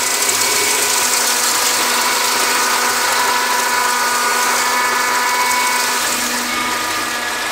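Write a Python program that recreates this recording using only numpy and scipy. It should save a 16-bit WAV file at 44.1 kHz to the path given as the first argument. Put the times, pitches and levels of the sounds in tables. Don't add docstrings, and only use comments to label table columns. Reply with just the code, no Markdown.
import sys
import numpy as np
from scipy import signal
from scipy.io import wavfile
from scipy.ndimage import uniform_filter1d

SR = 44100
rng = np.random.default_rng(int(sys.argv[2]) if len(sys.argv) > 2 else 0)


def to_wav(s):
    ch = np.atleast_2d(s).T
    pcm = np.round(np.clip(ch, -1, 1) * 32767)
    wavfile.write(sys.argv[1], SR, pcm.astype(np.int16))


N = 331191

# t/s, aim for the tractor (0 side, 1 rear, 2 front), tone colour of the thrash
MIC_AIM = [(0, 0.5, 0.), (.6, 0.27, 0.033), (1.2, 0.84, 0.), (1.7, 1.66, 0.55), (2.1, 0.76, 0.9),
           (2.4, 1.3, 0.64), (2.7, 1.1, 0.48), (3.3, 1., 0.88), (4.3, 1., 0.085), (5.3, 1., 0.89),
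           (5.7, 1.2, 0.58), (5.9, 0.74, 0.7), (6.15, 2, 0.097), (6.4, 1.6, 0.5), (6.55, 2, 1.73),
           (7, 1.83, 1.2), (7.51, 1.7, 2.07)]
# t/s, f/Hz
TOOTH_RATE = [(0, 250.6), (.5, 248.9), (1, 247.6), (1.5, 244), (1.75, 244.5), (2.1, 246.4), (2.5, 246.5),
              (3.15, 246.1), (3.55, 246.7), (3.8, 246.6), (4.25, 243.4), (4.5, 246.3), (4.75, 247.5),
              (5.2, 246.5), (5.55, 247.8), (5.8, 247.2), (6.25, 243.3), (6.75, 245.8), (7, 241.2),
              (7.25, 240.6), (7.51, 242.7)]
PUMP_HARMONICS = (1, 2, 4, 5, 6, 7, 8, 9, 3, 10, 18, 19)
# level/dB at side, rear, front
PUMP_LEVELS = [(-42.5, -38.5, -42.5), (-42, -36, -43), (-37.5, -32.5, -39), (-44.5, -39.5, -32.5),
               (-35, -33, -36.5), (-45, -49, -41), (-45, -40, -46), (-31, -41.5, -41), (-50, -46, -40.5),
               (-40, -39, -40), (-47, -49, -53), (-44, -45, -52)]
# centre t/s, length/s, level/dB
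STANDING_WAVES = [
    [(1.95, 0.43, -40), (6.42, 0.52, -31)],
    [(1.9, 1.2, -36), (3.5, 2.3, -38.5)],
    [(.6, 0.72, -31.5), (2., 0.95, -30.5), (2.75, 0.45, -31), (3.65, 1.014, -23), (4.75, 0.68, -25.5),
     (5.45, 0.65, -20.5), (6.75, .3, -29)],
    [(1.6, 0.66, -37), (2.75, 0.66, -28), (4.15, 0.75, -24), (4.9, 0.93, -26), (5.9, 0.24, -30.5),
     (6.8, 0.65, -27.5)],
    [(1., 0.64, -36), (2.05, .5, -33), (2.95, 1.1, -27.5), (4.1, 0.81, -24.5), (5.1, 0.55, -30),
     (5.85, 0.41, -30)],
    [(1.35, 0.26, -34), (3.5, 0.97, -30), (4.85, 0.58, -26.5), (5.35, 0.5, -28), (5.85, 0.37, -32),
     (7.2, 0.73, -31.5)],
    [(.15, 0.22, -30), (.7, 0.55, -35), (3.35, 0.68, -36), (4.85, 0.4, -33), (5.45, 1, -35), (7., .8, -35)],
    [(.58, 0.34, -26.5), (2.25, 1.1, -34), (3.8, 0.44, -36), (4.9, 0.86, -29), (5.55, 0.44, -24),
     (6.58, 0.21, -28.5)],
    [(1.1, 0.47, -37), (4.6, .4, -42), (7.35, 0.7, -39)],
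    [(.95, .5, -34.5), (2.55, .2, -35), (4.75, .7, -39.5), (5.85, .3, -34)],
    [(2.2, 1., -37), (4.15, .6, -36)],
    [(2.3, .6, -40), (5.2, 1.4, -38)],
]
# multiple of tooth rate, level/dB re harmonic 4
SIDEBANDS = [(3.75, -11.5), (4.25, -16.)]
# t/s, roar level/dB, thrash level/dB
NOISE_LEVELS = [(0, -22.5, -21), (.4, -21, -17.8), (1.3, -21, -17.4), (1.7, -20, -18), (2.2, -20, -19),
                (2.6, -18.5, -19.5), (3.1, -18.5, -20.5), (3.5, -19.8, -21.5), (4.1, -21, -22),
                (4.5, -18.5, -20), (4.9, -20.3, -23.5), (5.2, -20, -23.5), (5.6, -21.5, -22),
                (5.85, -21, -20.8), (6.2, -22.8, -21), (6.55, -23, -25), (7, -23, -25), (7.25, -25, -27),
                (7.51, -23, -25.5)]
# f/Hz, relative level/dB; the roar has one per aim (side,
# rear, front), the thrash and cracks one per step of tone colour
ROAR_SPECTRA = [
    [(12, -55), (20, -23), (54, -36), (108, -22), (174, -37), (235, -10), (339, -11.5), (403, -4),
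     (570, -8), (805, -10), (978, -6.5), (1160, -7), (2080, -8.5), (2270, -2), (3500, -10.5), (4550, -30),
     (7700, -120)],
    [(12, -71), (20, -71), (108, -25), (174, -43), (235, -16), (298, -16.5), (490, -10.5), (608, -12.5),
     (805, -9), (978, -0.5), (1140, -5), (1470, -3.5), (1570, -7), (2220, -8), (3500, -29), (4550, -64),
     (7700, -120)],
    [(12, -51), (20, -15), (120, -18.5), (174, -27), (235, -6.5), (412, -8.5), (490, -3.5), (534, -7.5),
     (957, -4.5), (1110, -6), (1210, 1), (1540, -10.5), (1680, 3.5), (1790, -1.5), (3500, -14.5),
     (4550, -45), (7700, -120)],
]
THRASH_SPECTRA = [
    [(1470, -26), (2500, -4), (3000, -7), (4020, -4), (4340, -2.5), (5420, -3), (7950, -1.5), (9630, -7.5),
     (10500, -12), (13400, -11.5), (15600, -12.5)],
    [(1470, -46), (2500, -1), (3240, -2.5), (4240, 2), (4940, 0), (5300, -0.5), (5990, -2.5), (8200, -3),
     (10800, -15), (13500, -10), (15600, -12)],
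    [(1470, -27), (2500, -10), (2560, -12), (3750, -6), (4610, -14), (5060, -9.5), (6080, -15), (8260, -15),
     (10600, -23), (12900, -21), (15600, -35)],
]
CRACK_SPECTRA = [
    [(1500, -40), (3000, -16), (4500, -6), (6000, -2), (8000, 0), (10500, -12), (13000, -15), (15600, -18)],
    [(1500, -40), (3000, -16), (4500, -4), (6000, -2), (8000, 0), (10500, -7), (13000, -7), (15600, -10)],
    [(1500, -40), (3000, -12), (4500, -2), (6000, -2), (8000, -3), (10500, -10), (13000, -13), (15600, -17)],
]
# f/Hz, width/Hz, gain/dB at side, rear, front
PANEL_MODES = [(109.4, 14.5, 18, 9, 4.), (130, 12, 5., 7., 9.4), (319, 27, 7.5, 0.65, 13),
               (399.5, 52, 7.5, 10.2, 1.1), (535.5, 10.3, 3, 10.2, 2.), (598, 27, 4, 0.89, 10),
               (704, 71, 9, 2.6, 1.2), (937, 64, 6, 1.1, 1.82), (975, 44, 2, 3.9, 3.9),
               (1320, 46, -2, 2.7, 3.97), (2230, 31, 7., 3.6, 6.8)]
# t/s, puff level/dB, f/Hz near which the flail rings
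HARD_BLOWS = [(0.028, -17, 6800), (.0618, -14.5, 7340), (.1022, -15, 7300), (0.139, -13, 7340),
              (.2199, -9.5, 7830), (0.25, -19, 6980), (.2882, -13, 8060), (0.41, -11, 7200),
              (.5162, -21, 5030), (.556, -13, 4360), (.7048, -15, 5930), (.7452, -20, 7200),
              (.8205, -13, 8260), (.8934, -23, 4800), (.9308, -16, 7980), (.9752, -15, 8060),
              (1.0485, -16, 5850), (1.131, -15, 8140), (1.1682, -13, 8000), (1.271, -12, 7050),
              (1.4331, -14, 6660), (1.508, -16, 6400), (1.5469, -17, 7940), (1.6626, -15, 4260),
              (1.8956, -18, 4730), (1.9732, -23, 4870), (2.0113, -18, 5620), (2.2403, -19, 7360),
              (2.6983, -20, 4630), (2.8913, -19, 7020), (3.1213, -16.5, 5690), (3.1916, -18, 4730),
              (3.5952, -18, 6780), (3.9025, -19, 4384), (4.1475, -18, 6280), (4.4243, -15.5, 7470),
              (5.2889, -21.5, 4695), (5.512, -16.5, 6930), (5.6655, -17.5, 4470), (5.7583, -19, 8200),
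              (5.8341, -22, 4660), (6.12, -16.5, 6900)]
# f/Hz, relative level/dB, T60/s
FLAIL_MODES = [(4340, -25, 0.038), (5160, 2, 0.047), (5870, -5, 0.054), (6700, 2, 0.034), (7390, -3, 0.053),
               (8000, -1, 0.042), (8470, 5.5, 0.043), (8300, -4, 0.02)]
# t/s, length/s, f/Hz, level/dB
SHACKLE_RUBS = [(.422, .03, 4366, -23), (.553, .03, 4360, -22), (1.245, .04, 4370, -26),
                (1.29, .03, 4360, -26), (1.46, .06, 4250, -26), (1.533, .015, 4440, -25)]
# harmonic number, relative level/dB
ROTOR_ORDERS = [(1, 2), (2, -17), (3, -15), (4, 11), (5, 9)]
ENGINE_ORDERS = [(1, -0.5), (2, -8)]
# level/dB at side, rear, front
HUM_LEVELS = [(-61, -76, -61), (-59, -63, -50)]

ROTOR_PER_TOOTH, FIRINGS_PER_TOOTH = .10615, .2053


def pump_whine(t, tooth_cycles, rotor_turns, aim):
    tooth_cycles = tooth_cycles + np.cumsum(.17 * drift(5)) / SR
    levels_db = []
    for steady_db, swells in zip(PUMP_LEVELS, STANDING_WAVES):
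        power = gain_of(aimed(steady_db, aim)) ** 2 + sum(swell(t, *row) ** 2 for row in swells)
        levels_db.append(10 * np.log10(power))
    orders = list(zip(PUMP_HARMONICS, levels_db)) + [(k, db + levels_db[2]) for k, db in SIDEBANDS]
    flutter = 1 + (.12 + .1 * drift(2)) * np.cos(2 * np.pi * rotor_turns)
    return flutter * tones(tooth_cycles, orders, waver_db=1.6, waver_hz=20, skirt=.035)


def engine_roar(level_db):
    gain = gain_of(level_db + .98 * drift(18.7))
    return gain * blended_noise(ROAR_SPECTRA, size=4096, patchy_db=1, blend_column=0, peaks=PANEL_MODES)


def stem_thrash(level_db, rotor_turns):
    angle = 2 * np.pi * rotor_turns
    pulse_db = (.15 + .35 * drift(8)) * np.cos(angle) + .21 * np.cos(2 * angle)
    hiss = blended_noise(THRASH_SPECTRA, size=512, patchy_db=1.2, blend_column=1)
    low = signal.oaconvolve(hiss, signal.firwin(101, 4200, fs=SR), "same")
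    body = low * gain_of(1.47 * drift(26))
    treble = (hiss - low) * gain_of(pulse_db + .56 * drift(17))
    return gain_of(level_db) * (body + treble)


def flail_cracks(level_db, rotor_turns, rise_s=.0045, cut_at_turn=.76, stray_per_s=25):
    t = np.arange(1500) / SR
    envelope = (t / rise_s * np.exp(1 - t / rise_s)) ** 1.5
    onsets, puff_db, _ = np.transpose(HARD_BLOWS)
    power = impulses(onsets, gain_of(puff_db) ** 2)
    each_turn = np.diff(np.floor(rotor_turns - cut_at_turn), prepend=-1) > 0
    turn_db = level_db - 5.5 + 2.5 * rng.standard_normal(N)
    power += gain_of(turn_db) ** 2 * each_turn
    stray_db = level_db - 4.5 + 1.2 * np.minimum(rng.exponential(1, N), 3)
    power += gain_of(stray_db) ** 2 * (rng.random(N) < stray_per_s / SR)
    gain = np.sqrt(abs(signal.oaconvolve(power, envelope ** 2)[:N]))
    return gain * blended_noise(CRACK_SPECTRA, size=256, patchy_db=3, blend_column=1)


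def flail_clinks(level_db, ring_db=5, taps_per_s=20):
    t, out = np.arange(4000) / SR, np.zeros(N)
    onsets, puff_db, near_hz = np.transpose(HARD_BLOWS)
    for hz, db, t60 in FLAIL_MODES:
        excitation = gain_of(puff_db + ring_db) / (1 + ((hz - near_hz) / 500) ** 2)
        taps = gain_of(level_db - 7) * rng.standard_normal(N) * (rng.random(N) < taps_per_s / SR)
        mode = gain_of(db - 60 * t / t60) * np.minimum(t / .008, 1) * np.sin(2 * np.pi * hz * t)
        out += signal.oaconvolve(impulses(onsets, excitation) + taps, mode)[:N]
    return out


def shackle_squeaks(t):
    out = np.zeros(N)
    for onset, length, hz, db in SHACKLE_RUBS:
        envelope = np.exp(-(2 * (t - onset) / length - 1) ** 4)
        out += np.sqrt(2) * gain_of(db) * envelope * np.sin(2 * np.pi * hz * t)
    return out


def machine_hum(rotor_turns, firings, aim):
    rotor_gain, engine_gain = (gain_of(aimed(db, aim)) for db in HUM_LEVELS)
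    rotor = rotor_gain * tones(rotor_turns, ROTOR_ORDERS, waver_db=1.5, waver_hz=4)
    return rotor + engine_gain * tones(firings, ENGINE_ORDERS, waver_db=1.5, waver_hz=3)


def moan(t, hz=420, fade_s=1.2):
    envelope = gain_of(-43) * np.exp(-(t / fade_s) ** 6) + swell(t, centre=.68, length=.28, db=-34)
    angle = 2 * np.pi * hz * t
    return envelope * ((2.1 + drift(11)) * np.cos(angle) + drift(7) * np.sin(angle)) / 1.4


def tones(cycles, orders, waver_db, waver_hz, skirt=0):
    out = 0
    for k, db in orders:
        angle = 2 * np.pi * (k * cycles + rng.random())
        gain = gain_of(db + waver_db * drift(waver_hz))
        out += gain * (np.sin(angle) + skirt * k * drift(22) * np.cos(angle))
    return np.sqrt(2) * out


def blended_noise(spectra, size, patchy_db, blend_column, peaks=()):
    hop = size // 4
    frames, hz = N // hop + 5, np.fft.rfftfreq(size, 1 / SR)
    aim = np.clip(curves(MIC_AIM, np.arange(frames) * hop / SR)[blend_column], 0, 2)
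    db = 0
    for k, points in enumerate(spectra):
        point_hz, point_db = np.transpose(points)
        shape_db = np.interp(np.log(hz + 1), np.log(point_hz), point_db)
        shape_db += sum(boost[k] / (1 + (2 * (hz - f) / width) ** 2) for f, width, *boost in peaks)
        db += np.outer(shape_db, np.maximum(1 - abs(aim - k), 0))
    magnitude = gain_of(db)
    magnitude /= np.sqrt((magnitude ** 2).sum(0) / len(hz))
    real, imag, patches = rng.standard_normal((frames, len(hz), 3)).T
    for axis in (0, 1):
        patches = uniform_filter1d(patches, size=10, axis=axis)
    spectrum = magnitude * gain_of(patchy_db * unit_rms(patches)) * (real + 1j * imag)
    return unit_rms(signal.istft(spectrum, nperseg=size, noverlap=size - hop)[1][:N])


def swell(t, centre, length, db):
    return gain_of(db) * np.exp(-(2 * (t - centre) / length) ** 4 / 2)


def drift(hz):
    return unit_rms(signal.lfilter(*signal.butter(2, 2 * hz / SR), rng.standard_normal(N)))


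def aimed(db, aim):
    return np.interp(aim, np.arange(len(db)), db)


def curves(rows, t):
    times, *columns = np.transpose(rows)
    return [np.interp(t, times, column) for column in columns]


def impulses(onsets, weights):
    return np.bincount(np.round(onsets * SR).astype(int), weights, N)[:N]


def gain_of(db):
    return 10 ** (np.asarray(db) / 20)


def unit_rms(x):
    return x / np.sqrt(np.mean(x ** 2) + 1e-20)


def scene():
    t = np.arange(N) / SR
    roar_db, thrash_db = curves(NOISE_LEVELS, t)
    aim = curves(MIC_AIM, t)[0]
    tooth_cycles = np.cumsum(curves(TOOTH_RATE, t)[0]) / SR
    rotor_turns, firings = ROTOR_PER_TOOTH * tooth_cycles, FIRINGS_PER_TOOTH * tooth_cycles
    mix = pump_whine(t, tooth_cycles, rotor_turns, aim) + machine_hum(rotor_turns, firings, aim)
    mix += engine_roar(roar_db) + moan(t)
    mix += stem_thrash(thrash_db, rotor_turns) + flail_cracks(thrash_db, rotor_turns)
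    mix += flail_clinks(thrash_db) + shackle_squeaks(t)
    return np.array([mix, mix])


def record(dry):
    ceiling, cutoff_hz = .62, 15720
    saturated = ceiling * np.tanh(dry / ceiling)
    lowpass = signal.firwin(1023, cutoff_hz, window=("kaiser", 9), fs=SR)
    return signal.oaconvolve(saturated, lowpass[None], "same")


dry = scene()
out = record(dry)
to_wav(out)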